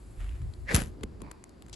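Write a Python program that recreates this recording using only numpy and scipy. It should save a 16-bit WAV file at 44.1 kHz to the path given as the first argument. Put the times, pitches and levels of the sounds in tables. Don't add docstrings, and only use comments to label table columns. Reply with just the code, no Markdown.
import sys
import numpy as np
from scipy import signal
from scipy.fft import rfft, irfft
from scipy.io import wavfile
from scipy.ndimage import uniform_filter1d

SR = 44100
rng = np.random.default_rng(int(sys.argv[2]) if len(sys.argv) > 2 else 0)


def master_out(mix):
    frames = np.transpose(np.atleast_2d(mix))
    ceiling = np.clip(frames, -1, 1)
    pcm = np.round(ceiling * 32767).astype(np.int16)
    wavfile.write(sys.argv[1], SR, pcm)


N = 77175
TIME = np.arange(N) / SR
CUTOFF_HZ = 11400
# (frequency [Hz], relative level [dB])
BUFFET_SPECTRUM = [(25, -13), (36, -6), (50, 2), (72, -3), (110, -10), (170, -21), (300, -40), (600, -54),
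                   (3000, -85)]


def from_db(db):
    return 10 ** (np.asarray(db) / 20)


def pan(db):
    return from_db(np.array([[db], [-db]]) / 2)


def in_time(rows):
    return np.interp(TIME, *np.transpose(rows))


def at_hz(rows, hz):
    row_hz, values = np.transpose(rows)
    return np.interp(np.log(hz + 1), np.log(row_hz), values)


def coloured(spectrum, source):
    # (frequency [Hz], correlation [-1..1])
    likeness = [(60, .86), (130, .76), (270, .55), (600, .3), (1200, .05), (2000, .35), (3500, .85),
                (5700, .8), (7200, .85)]
    # (frequency [Hz], left-right [dB])
    balance = [(200, 0), (900, 0), (4000, 1.5), (7000, -2), (11000, -4)]
    hz = np.arange(N // 2 + 1) * SR / N
    alike = at_hz(likeness, hz)
    band_limit = np.minimum(hz / spectrum[0][0], 1) ** 2 * (hz < CUTOFF_HZ + 600)
    gain = band_limit * from_db(at_hz(spectrum, hz) + at_hz(balance, hz) * [[1], [-1]] / 2)
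    mid, side = rfft(source)
    ports = np.sqrt(1 + alike) * mid + np.sqrt(1 - alike) * side * [[1], [-1]]
    out = irfft(gain * ports, N)
    return out / np.sqrt(np.mean(out ** 2) + 1e-20)


def noise(spectrum):
    return coloured(spectrum, rng.standard_normal((2, N)))


def grains(spectrum):
    rate_per_s, spread_db, clump_db, clump_s = 5000, 3, 2, .003
    sizes = from_db(spread_db * np.minimum(rng.exponential(1, N), 4))
    born = rng.random(N) < rate_per_s / SR
    clumps = np.interp(TIME / clump_s, np.arange(N), np.clip(rng.standard_normal(N), -2, 2))
    signs = rng.choice([-1, 1], (2, N))
    return coloured(spectrum, sizes * born * from_db(clump_db * clumps) * signs)


def evened(x, samples):
    return x / np.sqrt(uniform_filter1d(np.mean(x ** 2, axis=0), samples) + 1e-9)


def swell(at_s, db, rise_db_per_s, hold_s, fall_db_per_s):
    before_s, after_s = np.maximum(at_s - TIME, 0), np.maximum(TIME - at_s - hold_s, 0)
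    return from_db(db - rise_db_per_s * before_s - fall_db_per_s * after_s)


def burst(at_s, db, hold_s, decay_s, rise_s=.0004):
    before_s, after_s = np.maximum(at_s - TIME, 0), np.maximum(TIME - at_s - hold_s, 0)
    return from_db(db) * np.exp(-before_s / rise_s - after_s / decay_s)


def air():
    # (time [s], relative level [dB])
    rumble_level = [(0.0, -47), (0.112, -44), (0.14, -50), (0.21, -42), (0.45, -42), (0.53, -48),
                    (0.69, -43), (0.78, -33), (0.988, -48), (1.056, -36), (1.1, -46), (1.238, -44),
                    (1.452, -60), (1.74, -46)]
    # (time [s], level [dB])
    hiss_level = [(.25, -67), (.33, -70.5), (.66, -69.5), (.8, -85)]
    # (frequency [Hz], relative level [dB])
    hush_spectrum = [(100, -6), (160, -4), (290, -5), (365, -1), (430, -12), (700, -15), (1100, -19),
                     (2000, -27), (3200, -34), (4700, -29), (5900, -38), (7500, -35), (11000, -39)]
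    hiss_spectrum = [(1000, -6), (2000, -2), (4000, -8), (5800, -12), (7500, 1), (11000, -1.5)]
    rush_spectrum = [(400, -7), (900, -3), (1700, -1), (2500, -3), (4000, -13), (5800, -20), (7500, -13),
                     (11000, -15)]
    # (time [s], level [dB], rise [dB/s], hold [s], fall [dB/s])
    rush_swells = [(.213, -54, 400, .015, 220), (.285, -64, 200, .08, 80)]
    rumble = from_db(in_time(rumble_level) - 1) * evened(noise(BUFFET_SPECTRUM), samples=1800)
    hush = from_db(-55.5) * noise(hush_spectrum)
    hiss = from_db(in_time(hiss_level)) * noise(hiss_spectrum)
    rush = sum(swell(*row) for row in rush_swells) * grains(rush_spectrum)
    return rumble + pan(db=1.8) * (hush + hiss + rush)


def gusts():
    # (time [s], level [dB], hold [s], pitch [Hz])
    eddies = [(.187, -33.5, .06, 60), (.27, -36, .088, 56), (.412, -34.5, .04, 112), (.458, -34.5, .04, 74),
              (.588, -39.5, .065, 62)]
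    band_ratio, edge_db_per_s = 1.45, 700
    out, buffet = np.zeros((2, N)), noise(BUFFET_SPECTRUM)
    for at_s, db, hold_s, hz in eddies:
        band = signal.butter(2, [hz / band_ratio, hz * band_ratio], "band", fs=SR, output="sos")
        throb = evened(signal.sosfilt(band, buffet), samples=900)
        out += swell(at_s, db, edge_db_per_s, hold_s, edge_db_per_s) * throb
    return out


def ticks():
    # (frequency [Hz], relative level [dB])
    rasp_spectrum = [(500, -1), (1300, 0), (2000, -1), (3000, -4), (4200, -4), (5700, -11), (7400, 3),
                     (8800, -1), (11000, -3)]
    # (time [s], drive [dB], hold [s], treble gain [dB], resonance [Hz], resonance gain [dB])
    slips = [(.292, -57, .003, -25, 2800, 14), (.417, -57, .004, -25, 1400, 11),
             (.5367, -61, .003, -25, 4200, 20), (1.0095, -61, .002, -20, 750, 27),
             (1.0335, -36, .004, -8, 3000, 6), (1.204, -61, .003, -20, 850, 24),
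             (1.2178, -48, .002, 4, 1100, 14), (1.3134, -42.5, .0028, 0, 1200, 9),
             (1.4398, -46, .0012, 2, 7400, 4), (1.493, -58, .002, 1, 5000, 4),
             (1.6225, -46, .001, -2, 1300, 6), (1.6636, -56, .002, -2, 1400, 4),
             (1.683, -56, .004, -4, 1400, 3), (1.696, -54, .002, 2, 5000, 6),
             (1.729, -47, .0015, -12, 4800, 17), (1.742, -50, .002, -10, 4800, 16)]
    treble_hz = 4500
    rasp = evened(noise(rasp_spectrum), samples=80)
    dull = signal.sosfilt(signal.butter(1, treble_hz, fs=SR, output="sos"), rasp)
    out = np.zeros((2, N))
    for at_s, db, hold_s, treble_db, ring_hz, ring_db in slips:
        slip = burst(at_s, db, hold_s, decay_s=.0007)
        ring = signal.lfilter(*signal.iirpeak(ring_hz, Q=6, fs=SR), slip * rasp + 1e-18)
        out += slip * (dull + from_db(treble_db) * (rasp - dull)) + from_db(ring_db) * ring
    return pan(db=6) * out


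def creaking(rubbing):
    modes_hz = [510, 820, 1010, 1220, 1570]
    modes = sum(signal.lfilter(*signal.iirpeak(hz, Q=35, fs=SR), rubbing + 1e-18) for hz in modes_hz)
    return rubbing + from_db(8) * modes


def grass():
    # (frequency [Hz], relative level [dB])
    swish_spectrum = [(300, -12), (600, -12), (1300, -17), (1550, -1), (1900, 6), (2350, -3), (3100, -18),
                      (5000, -22), (8000, -33), (11000, -35)]
    brush_spectrum = [(250, 2), (520, 9), (800, 0), (1500, -3), (3000, -7), (4500, -7), (6000, -13),
                      (7500, -13), (11000, -18)]
    crush_spectrum = [(200, 6), (450, 9), (900, 3), (1800, 4), (3000, -2.5), (4500, -5), (5700, -7),
                      (7500, -3), (9000, -5), (10500, -2)]
    drag_spectrum = [(900, -20), (2000, -8), (3500, 0), (5000, 0), (8000, -1), (10000, -26)]
    rub_spectrum = [(300, -7), (650, -8), (1000, 6), (1450, -13), (2400, -7), (3100, -28), (4700, -18),
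                    (6000, -36)]
    # (time [s], level [dB], rise [dB/s], hold [s], fall [dB/s])
    swish_swells = [(.692, -31.5, 1100, .004, 1300), (.713, -32.5, 1200, .008, 1200)]
    brush_swell = (.711, -36.5, 700, .012, 450)
    crush_swell = (.75, -29.5, 700, .014, 255)
    skid_swell = (.816, -44, 600, .004, 1800)
    drag_swell = (1.731, -46.5, 4500, .012, 2000)
    rub_swell = (1.235, -55.5, 900, .04, 90)
    swish = sum(swell(*row) for row in swish_swells) * evened(grains(swish_spectrum), samples=350)
    brush = creaking(swell(*brush_swell) * grains(brush_spectrum))
    rustle = (swell(*crush_swell) + swell(*skid_swell)) * evened(grains(crush_spectrum), samples=500)
    drag = swell(*drag_swell) * grains(drag_spectrum)
    rub = swell(*rub_swell) * grains(rub_spectrum)
    return swish + brush + pan(db=4.5) * (rustle + drag) + pan(db=-3) * rub


def thuds():
    # (time [s], peak [dB], rise [s], final pitch [Hz], first pitch [Hz])
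    blows = [(.7405, -13.5, .0095, 56, 400), (.7775, -24, .004, 110, 480), (.8165, -28, .005, 60, 300),
             (1.0365, -28.5, .003, 120, 540), (1.218, -36, .003, 170, 450)]
    # (time [s], level [dB])
    rocking_level = [(.67, -72), (.715, -40), (.77, -38), (.83, -42), (.89, -49), (.98, -50), (1.035, -42),
                     (1.09, -52), (1.18, -52), (1.22, -45), (1.29, -50), (1.36, -64), (1.58, -61),
                     (1.70, -53)]
    # (frequency [Hz], relative level [dB])
    rocking_spectrum = [(90, 0), (130, 2), (220, 0), (420, -6), (700, -19), (1100, -26), (2500, -40),
                        (5000, -52), (11000, -65)]
    sag_s = .0048
    out = np.zeros(N)
    for at_s, db, rise_s, final_hz, first_hz in blows:
        t = np.maximum(TIME - at_s, 0)
        cycles = final_hz * t + (first_hz - final_hz) * sag_s * (1 - np.exp(-t / sag_s))
        envelope = from_db(db) * t / rise_s * np.exp(1 - t / rise_s)
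        out += envelope * np.sin(2 * np.pi * cycles)
    return out + from_db(in_time(rocking_level)) * evened(noise(rocking_spectrum), samples=900)


def cracks():
    # (frequency [Hz], relative level [dB])
    snap_spectrum = [(500, -3), (1000, -5), (1700, 0), (3000, -4), (4500, -5), (6200, -1), (8500, -5),
                     (10500, 2)]
    # (time [s], level [dB], hold [s], left-right [dB])
    snaps = [(.7456, -17.3, .0018, 1), (.7516, -19, .0013, 4), (.7544, -24.5, .001, 4),
             (.7628, -18, .0009, 5), (.8195, -39, .001, 3), (.836, -45, .002, 4), (.8595, -49, .001, 4),
             (.872, -51, .0007, 4), (.882, -56, .001, 4)]
    envelope = sum(pan(side_db) * burst(at_s, db, hold_s, decay_s=.0005)
                   for at_s, db, hold_s, side_db in snaps)
    return envelope * evened(noise(snap_spectrum), samples=60)


def scene():
    return air() + gusts() + thuds() + grass() + cracks() + ticks()


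def record(dry):
    port_hz = 8900
    left, right = dry
    turned = 2 * signal.lfilter(*signal.iirnotch(port_hz, Q=8, fs=SR), left) - left
    lowpass = signal.cheby1(10, .5, CUTOFF_HZ, fs=SR, output="sos")
    return signal.sosfilt(lowpass, np.array([turned, right]))


dry = scene()
out = record(dry)
master_out(out)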